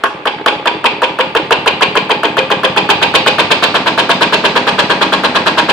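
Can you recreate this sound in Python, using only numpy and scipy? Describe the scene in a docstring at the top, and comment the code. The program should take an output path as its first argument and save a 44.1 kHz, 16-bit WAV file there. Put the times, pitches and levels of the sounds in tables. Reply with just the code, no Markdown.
"""In an open garage, a one-cylinder diesel swung by a hand crank picks up from five to nine firings a second.
Each firing knocks the block, roars out of the exhaust and shakes the steel skid into chatter.
About half a cycle later the intake gulps; gears churn and loose parts tap in between.
The garage rings, faint wind rumbles outside, and the microphone overloads on the loud beats."""
import sys
import numpy as np
from scipy import signal
from scipy.fft import rfft, irfft
from scipy.io import wavfile

SR = 44100
rng = np.random.default_rng(int(sys.argv[2]) if len(sys.argv) > 2 else 0)


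def unload_audio(sound):
    """Save the sound as a 16-bit wav file, at the path given as the first command line argument."""
    columns = np.transpose(np.atleast_2d(sound))
    # keep every value between -1 and 1, then stretch to whole-number steps
    steps = np.round(np.clip(columns, -1, 1) * 32767)
    wavfile.write(sys.argv[1], SR, steps.astype(np.int16))


N = 252252  # length of the scene [samples]
CYCLE = 10240  # room for the sound of one firing [samples]
AGE = np.arange(CYCLE) / SR  # time since a firing [s]
SIGN = np.array([[1], [-1]])  # left, right


# What the block rings with after the crack: (frequency [Hz], level [dB], time to fade by 60 dB [s])
BLOCK_MODES = [(403, -10, 0.032), (473, -15.5, 0.087), (688, -2, 0.037), (858, -10, 0.071),
               (1084, -6, 0.056), (1476, -18, 0.15), (1480, -47, 0.075)]
# Level of the knock: (level at the starting speed [dB], gain per extra firing a second [dB],
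# added at full running [dB], gain per dB of force [dB/dB], added on the first stroke [dB], scatter [dB])
KNOCK_LEVEL = (-5, -.5, -3.5, .5, 3, 2.5)


def knocks():
    """Combustion strikes the block: a short crack, its echo, the ring of the casting and a thin tick."""
    out = np.zeros((2, N))
    crack = 0
    for at, db in [(.0013, -2.5), (.0088, -14.5)]:  # the crack, then its echo
        swell = np.exp(-.5 * ((AGE - at) / 0.00083) ** 2)
        crack = crack + undb(db) * swell * np.cos(2 * np.pi * 1450 * (AGE - at))

    push = signal.windows.hann(15)  # a blow this long softens the highest ringing
    block = signal.lfilter(push / push.sum(), 1, ring(BLOCK_MODES, CYCLE))
    # a small body radiates no bass
    block = signal.sosfilt(signal.butter(2, 260, "highpass", fs=SR, output="sos"), block)

    snap = np.exp(-AGE / .0045) * (1 - np.exp(-AGE / .0008))
    tick_spectrum = [(30, -35), (300, -39), (1500, -12), (3000, 6), (5500, -16.5),
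                     (9000, -15.5), (13000, -20.0), (16000, -37)]  # (Hz, dB)
    for (s, _), grain in zip(firings(), cycles(memory=0.7)):
        blow = loudness(s, KNOCK_LEVEL)
        tick = snap * colour(grain, tick_spectrum)
        add(out, s, blow * undb(6.0) * crack)
        add(out, s + .0008, blow * tick)
        add(out, s + 0.00252, blow * block)
    return out


# Spectrum of the low roar: (frequency [Hz], level [dB per Hz])
ROAR_SPECTRUM = [(25, -16), (70, -25), (160, -31), (280, 0), (420, 3.5), (720, 6), (1100, 2.5), (2000, -29),
                 (5000, -22), (16000, -63)]
# Resonances of the exhaust's bark: (frequency [Hz], width [Hz], level [dB])
BARK_MODES = [(1092, 56, 7), (1470, 220, -24), (1622, 173, 17.5), (1880, 80, -45)]
# Levels of roar and bark: the same six columns and units as KNOCK_LEVEL
ROAR_LEVEL = (-11.5, 0.27, -1.8, .45, -5, 0.64)
BARK_LEVEL = (-17.8, 0.68, 5, 0.03, 4, 1.1)
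PIPE_COLD_HZ, PIPE_HOT_HZ = 509, 629  # the pipe's pitch rises as it heats
PIPE_SCATTER = 0.042  # how far the pitch strays from beat to beat [share]
PIPE_WARM_S, PIPE_WARMING_S = 2.67, 0.16  # when it heats, and how quickly
VALVE_LAG_S = 0.003006  # the gas leaves a moment after the knock


def exhaust():
    """A blast of gas swells and fades in the pipe: a low roar and a bark above it, uneven from beat to beat."""
    out = np.zeros((2, N))
    swell = 1 - np.exp(-AGE / 0.0019)
    blast = swell / (1 + np.exp(np.minimum((AGE - .026) / 0.0053, 50)))
    blast_rms = np.sqrt(np.mean(blast ** 2))
    bark_spectrum = [(100, -11), (900, 5.5), (1800, -4.0), (2600, -9), (6000, -28), (16000, -50)]  # (Hz, dB)
    for (s, _), gas in zip(firings(), cycles(memory=0.66)):
        heat = .5 + .5 * np.tanh((s - PIPE_WARM_S) / PIPE_WARMING_S)
        pipe_hz = PIPE_COLD_HZ + heat * (PIPE_HOT_HZ - PIPE_COLD_HZ)
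        pipe_hz = pipe_hz * (1 + PIPE_SCATTER * rng.standard_normal())
        roar = colour(gas, ROAR_SPECTRUM)
        roar = roar + undb(6) * resonate(roar, pipe_hz, 45)
        bark = sum(undb(db) * resonate(gas, hz, width) for hz, width, db in BARK_MODES)
        bark = colour(bark, bark_spectrum)
        for sound, law in (roar, ROAR_LEVEL), (bark, BARK_LEVEL):
            add(out, s + VALVE_LAG_S, loudness(s, law) * unit(sound * blast) * blast_rms)
    return out


# Spectra of the chatter while winding up and at full running: (frequency [Hz], level [dB per Hz])
CHATTER_SLOW_SPECTRUM = [(20, -54), (200, -4), (900, -3), (1600, -3.5), (2000, 3), (2450, 3), (3200, 7),
                         (3700, -4), (4700, -10.5), (5700, -32), (8500, -31), (12000, -62), (16000, -62)]
CHATTER_FAST_SPECTRUM = [(20, -77), (200, -4), (900, -6.5), (1600, -13), (2000, -3), (2450, 0.5), (3200, 5),
                         (3900, 1), (4700, -6), (5700, -17.5), (8500, -23), (12000, -36), (16000, -100)]
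# Level of the chatter: the same six columns and units as KNOCK_LEVEL
CHATTER_LEVEL = (-7.5, 0.4364, -3, 1, -2.5, 1.15)
CHATTER_LAG_S, CHATTER_ANGLE = .0095, .066  # it peaks this lag plus this share of the cycle after the firing
CHATTER_SLOW_S, CHATTER_FAST_S = 0.0063, 0.0091  # half length of the burst, winding up and at full running
CHATTER_TAIL_DB, CHATTER_TAIL_LENGTHS = -12.5, 3.2  # last bounces: level, and decay in half lengths


def chatter():
    """Each firing sets skid and covers buzzing together; the burst grows longer and brighter with speed."""
    out = np.zeros((2, N))
    for (s, period), taps in zip(firings(), cycles(memory=0.82)):
        running = full_running(s)
        length = CHATTER_SLOW_S + running * (CHATTER_FAST_S - CHATTER_SLOW_S)
        t = (AGE - CHATTER_LAG_S - CHATTER_ANGLE * period) / length  # in half lengths from the peak
        bounces = undb(CHATTER_TAIL_DB) * np.exp(-np.maximum(t, 0) / CHATTER_TAIL_LENGTHS)
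        onset = 1 / (1 + np.exp(np.minimum(-6 * (t + 1.3), 50)))  # sets in abruptly
        burst = np.maximum(np.exp(-.5 * t ** 2), bounces) * onset
        # the strength jumps at random every 64 samples
        taps = taps * undb(2.8 * np.repeat(rng.standard_normal(CYCLE // 64), 64))
        slow = unit(colour(taps, CHATTER_SLOW_SPECTRUM))
        fast = unit(colour(taps, CHATTER_FAST_SPECTRUM))
        buzz = (1 - running) * slow + running * fast
        add(out, s, loudness(s, CHATTER_LEVEL) * burst * buzz)
    return out


# What the skid and covers ring with: (frequency [Hz], level [dB], time to fade by 60 dB [s])
STEEL_MODES = [(414, -3, 0.05), (525.2, -5, 0.19), (642, -11, 0.037), (817, 1, 0.078), (890, -6.5, 0.25),
               (960, 0.5, 0.037), (1180, -12, 0.66), (1455, -10, 0.16), (1618, -3, 0.099),
               (2340, 2.5, 0.07), (2375, -8.5, 0.094), (2455, 6, 0.073), (2555, -4, 0.07), (2693, -4, 0.27),
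               (2733, -6, 0.037), (3113, 0.5, 0.096), (3350, -11, 0.049), (3350, -18, 0.51),
               (3560, 3.5, 0.023), (3980, -10, 0.076), (3950, -1, 0.064), (4260, -10, 0.041),
               (4460, -4, 0.17), (4900, -13, 0.043)]


def steel(hits):
    """Skid and covers ring on in many decaying tones after whatever hits them."""
    return through(hits, ring(STEEL_MODES, 2 * CYCLE, scattered=True))


# Level of the intake: the same six columns and units as KNOCK_LEVEL
INTAKE_LEVEL = (-23.5, 2.5, 0.1, 0, -2.5, -0.7)
INTAKE_ANGLE = .535  # share of the cycle at which the intake gulps


def intake():
    """Once a cycle the intake gulps: a short low thump that falls in pitch."""
    out = np.zeros((2, N))
    for s, period in firings():
        t = np.clip(AGE - INTAKE_ANGLE * period, -.03, .03)
        hz = (185 + 50 * full_running(s)) * np.exp(-t / 0.037)
        hz = hz * (1 + 0.0427 * rng.standard_normal())
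        gulp = np.exp(-.5 * (t / 0.0025) ** 2) * np.sin(2 * np.pi * np.cumsum(hz) / SR)
        add(out, s, loudness(s, INTAKE_LEVEL) * gulp)
    return out


# Spectrum of the gears: (frequency [Hz], level [dB per Hz])
GEAR_SPECTRUM = [(25, -27), (55, -15), (90, -1), (125, -9), (180, -4), (270, 6), (400, 4), (900, 3),
                 (1400, -3), (1950, -1), (2600, -1.5), (4600, -14), (5600, -32.5), (8700, -30.5),
                 (10500, -50.5), (16000, -62)]
# Levels of the gears and of the loose parts: the same six columns and units as KNOCK_LEVEL
GEAR_LEVEL = (-34.5, 3, 2, 0.42, 4, 4.5)
LOOSE_LEVEL = (-20.5, -0.8, 1.5, 0, -16, -1)
# the gears quieten as compression brakes the flywheel, from this share of the cycle on
COMPRESSION_DB, COMPRESSION_ANGLE = -6.5, 0.62


def gears():
    """Gears churn much alike in every cycle; tappets and loose parts tap at nearly the same crank angles."""
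    t = np.arange(N) / SR
    # 18 taps spread over the last three quarters of the cycle
    angles = (np.arange(18) + rng.uniform(0, 1, size=18)) / 18 * .75 + .25
    teeth, taps = np.zeros((2, N)), np.zeros((2, N))
    add(teeth, 0, noise(int(FIRST_FIRING_S * SR)))  # churning before the first firing
    for (s, period), turn in zip(firings(), cycles(memory=0.91)):
        braking = undb(np.interp(AGE / period, [COMPRESSION_ANGLE, 1], [0, COMPRESSION_DB]))
        add(teeth, s, (turn * braking)[:, :int(period * SR)])
        for angle in angles:
            fade = undb(-12 * (angle - .5))  # the shaking dies down through the cycle
            tap = noise(512) * np.exp(-AGE[:512] / 0.0031) * fade
            at = s + period * (angle + .012 * rng.standard_normal())
            add(taps, at, tap * undb(3.0 * rng.standard_normal()))
    churn = unit(colour(teeth, GEAR_SPECTRUM))
    taps = colour(colour(taps, GEAR_SPECTRUM), [(40, -65), (300, 9.0), (600, 5), (16000, -6.0)])
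    rattle = undb(-6.5) * unit(taps) + undb(-11.5) * unit(steel(taps))
    return churn * loudness(t, GEAR_LEVEL) + rattle * loudness(t, LOOSE_LEVEL)


# Colour of the garage's tail: (frequency [Hz], level [dB])
GARAGE_SPECTRUM = [(25, -21), (60, -5), (90, 7.5), (170, 10), (500, -6.5), (850, 5.5), (1350, -3.5),
                   (1900, -6), (2400, 0), (3200, -3), (4500, 3), (5700, 7), (8000, 3), (11000, -3.5),
                   (16000, -17)]
# How long the tail lasts: (frequency [Hz], time to fade by 60 dB [s])
GARAGE_T60 = [(100, 0.36), (400, 0.43), (1000, 0.38), (2800, 0.67), (7000, 0.37), (14000, 0.16)]
# Low resonances of the garage: (frequency [Hz], level [dB], time to fade by 60 dB [s])
BOOM_MODES = [(93.5, -18, 0.63), (111, -21, 0.72), (162.6, -35, 0.58), (195.2, 11, 0.89), (292.6, 5, 0.54)]


def garage(x):
    """Walls and clutter return a dense tail, shortest in the highest treble, and a low boom."""
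    t = np.arange(SR // 2) / SR
    spectrum = rfft(noise(len(t)))
    centres = np.geomspace(60, 15360, num=9)
    tail = 0
    for hz, one in zip(centres, np.eye(len(centres))):  # nine overlapping bands, each with its own decay
        band = irfft(spectrum * read(np.c_[centres, one], bins(t)), len(t))
        tail = tail + band * np.exp(-np.log(1000) * t / read(GARAGE_T60, hz))
    tail = colour(tail, GARAGE_SPECTRUM) * (1 - np.exp(-(t / 0.012) ** 2))  # builds up gradually
    return undb(-9.0) * through(x, tail) + undb(-30.5) * through(x, ring(BOOM_MODES, len(t)))


# Faint wind outside the door, a low rumble: (frequency [Hz], level [dB per Hz])
WIND_SPECTRUM = [(20, 8), (50, -31), (90, -6), (200, -10), (1000, -16), (16000, -30)]


def wind():
    """Faint wind outside the door: a low rumble of shaped noise, unrelated at the two ears."""
    return undb(-58) * unit(colour(rng.standard_normal((2, N)), WIND_SPECTRUM))


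# The engine winds up and levels off: (time [s], speed [firings per second])
SPEED = [(0, 4.55), (.4, 5.025), (1.2, 6.174), (2, 7.145), (2.5, 7.609), (3, 8.068), (3.8, 8.544),
         (4.3, 8.693), (5, 8.839), (5.7, 8.914)]


def speed(s):
    """Firings a second at a time, read off the speed table."""
    return np.interp(s, *np.transpose(SPEED))


FIRST_FIRING_S = .037


def firings():
    """Time and period of every cycle: each firing follows the last by one period of the engine's speed."""
    s = FIRST_FIRING_S
    while s < N / SR:
        yield s, 1 / speed(s)
        s = s + 1 / speed(s)


# firing rate around which the sound turns into the steady chug
FULL_RUNNING_HZ, FULL_RUNNING_SPREAD_HZ = 8.15, .22


def full_running(s):
    """Share of the steady chug, 0-1: it sets in as the engine nears its governed speed."""
    return .5 + .5 * np.tanh((speed(s) - FULL_RUNNING_HZ) / (2 * FULL_RUNNING_SPREAD_HZ))


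# Force of the combustion: two weak opening strokes, then two surges, then the governor cuts the fuel back:
# (time [s], level [dB])
FORCE = [(.04, -7.5), (.25, -5), (.48, -0.8), (1.0, 0.5), (1.25, -2.5), (1.72, 5), (2.25, -3.5),
         (2.75, 1.3), (3.5, 2.3), (3.8, -1), (5.7, -2.2)]
FIRST_STROKE_S = 0.094  # how long the cold first stroke stands apart


def loudness(s, law):
    """Gain of a part from the engine's speed and force, with one random change in level for each call."""
    db, per_speed, running_db, per_force, first_db, scatter_db = law
    force = np.interp(s, *np.transpose(FORCE))
    first = np.exp(-((s - FIRST_FIRING_S) / FIRST_STROKE_S) ** 2)
    steady = db + per_speed * (speed(s) - speed(0)) + running_db * full_running(s)
    return undb(steady + per_force * force + first_db * first + scatter_db * rng.standard_normal())


def cycles(memory):
    """Noise for each firing that partly repeats the last one: the same parts move in the same order."""
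    keep, now = np.clip(memory, 0, .98), noise(CYCLE)
    for _ in firings():
        now = keep * now + np.sqrt(1 - keep ** 2) * noise(CYCLE)
        yield now


def undb(db):
    """Decibels to gain."""
    return 10 ** (np.asarray(db) / 20)


def unit(x):
    """Scale to an average (rms) level of 1."""
    return x / np.sqrt(np.mean(x ** 2))


def read(points, hz):
    """Read a table of (Hz, value), joined by lines on a log-frequency axis."""
    f, value = np.transpose(points)
    return np.interp(np.log(np.maximum(hz, 1)), np.log(f), value)


def bins(x):
    """The frequencies of a signal's spectrum."""
    return np.fft.rfftfreq(x.shape[-1], 1 / SR)


def colour(x, points):
    """Filter a signal by a table of (Hz, dB)."""
    return irfft(rfft(x) * undb(read(points, bins(x))), x.shape[-1])


def resonate(x, hz, width_hz):
    """Pass a signal through one resonance, gain 1 at its centre."""
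    f = bins(x)
    response = 1j * f * width_hz / (hz ** 2 - f ** 2 + 1j * f * width_hz)
    return irfft(rfft(x) * response, x.shape[-1])


# How different left and right are: (frequency [Hz], side level minus mid level [dB])
WIDTH = [(30, -18), (70, -19), (150, -23), (300, -19), (550, -19), (1000, -9.5), (2000, -0.5),
         (16000, -5.5)]


def widen(pair):
    """Two unrelated signals as left and right: alike in the bass, apart in the treble."""
    side = undb(read(WIDTH, bins(pair)))
    spectrum = rfft(pair)
    return irfft((spectrum[0] + SIGN * side * spectrum[1]) / np.sqrt(1 + side ** 2), pair.shape[-1])


def noise(size):
    """White stereo noise."""
    return widen(rng.standard_normal((2, size)))


def ring(modes, size, scattered=False):
    """Decaying tones; if scattered, the higher ones reach the two ears out of step, as from many faces."""
    t, out = np.arange(size) / SR, 0
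    for hz, db, t60 in modes:
        shared = rng.uniform(0, 2 * np.pi)
        apart = SIGN * rng.uniform(-1.53, 1) * np.pi / 2 * undb(read(WIDTH, hz))
        phase = scattered * (shared + apart)
        out = out + undb(db) * np.sin(2 * np.pi * hz * t + phase) * np.exp(-np.log(1000) * t / t60)
    return out


def through(x, response):
    """Pass a signal through a response of unit energy."""
    return signal.fftconvolve(x, unit(response) / np.sqrt(response.shape[-1]), axes=-1)[:, :N]


def add(out, s, sound):
    """Mix a sound in at a time [s]."""
    i = max(int(s * SR), 0)
    n = max(min(sound.shape[-1], N - i), 0)
    out[:, i:i + n] += sound[..., :n]


def scene():
    """The engine with its chatter a little to the right; every beat leaves the steel and garage ringing."""
    blows = knocks() + exhaust()
    buzz = chatter() * undb(-.8 * SIGN)
    ringing = undb(-10.5) * steel(undb(-1) * blows + buzz)
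    engine = blows + buzz + ringing + intake() + gears()
    return engine + garage(engine) + wind()


TOP_HZ = 15000


def record(dry):
    """The microphone channel flattens loud peaks, thins the deep bass and cuts the top."""
    driven = dry * undb(1)
    clipped = driven / (1 + driven ** 10) ** (1 / 10)
    thinned = signal.sosfilt(signal.butter(1, 40, "highpass", fs=SR, output="sos"), clipped)
    return signal.sosfilt(signal.ellip(8, .2, 70, TOP_HZ, fs=SR, output="sos"), thinned)


dry = scene()
out = record(dry)
unload_audio(out)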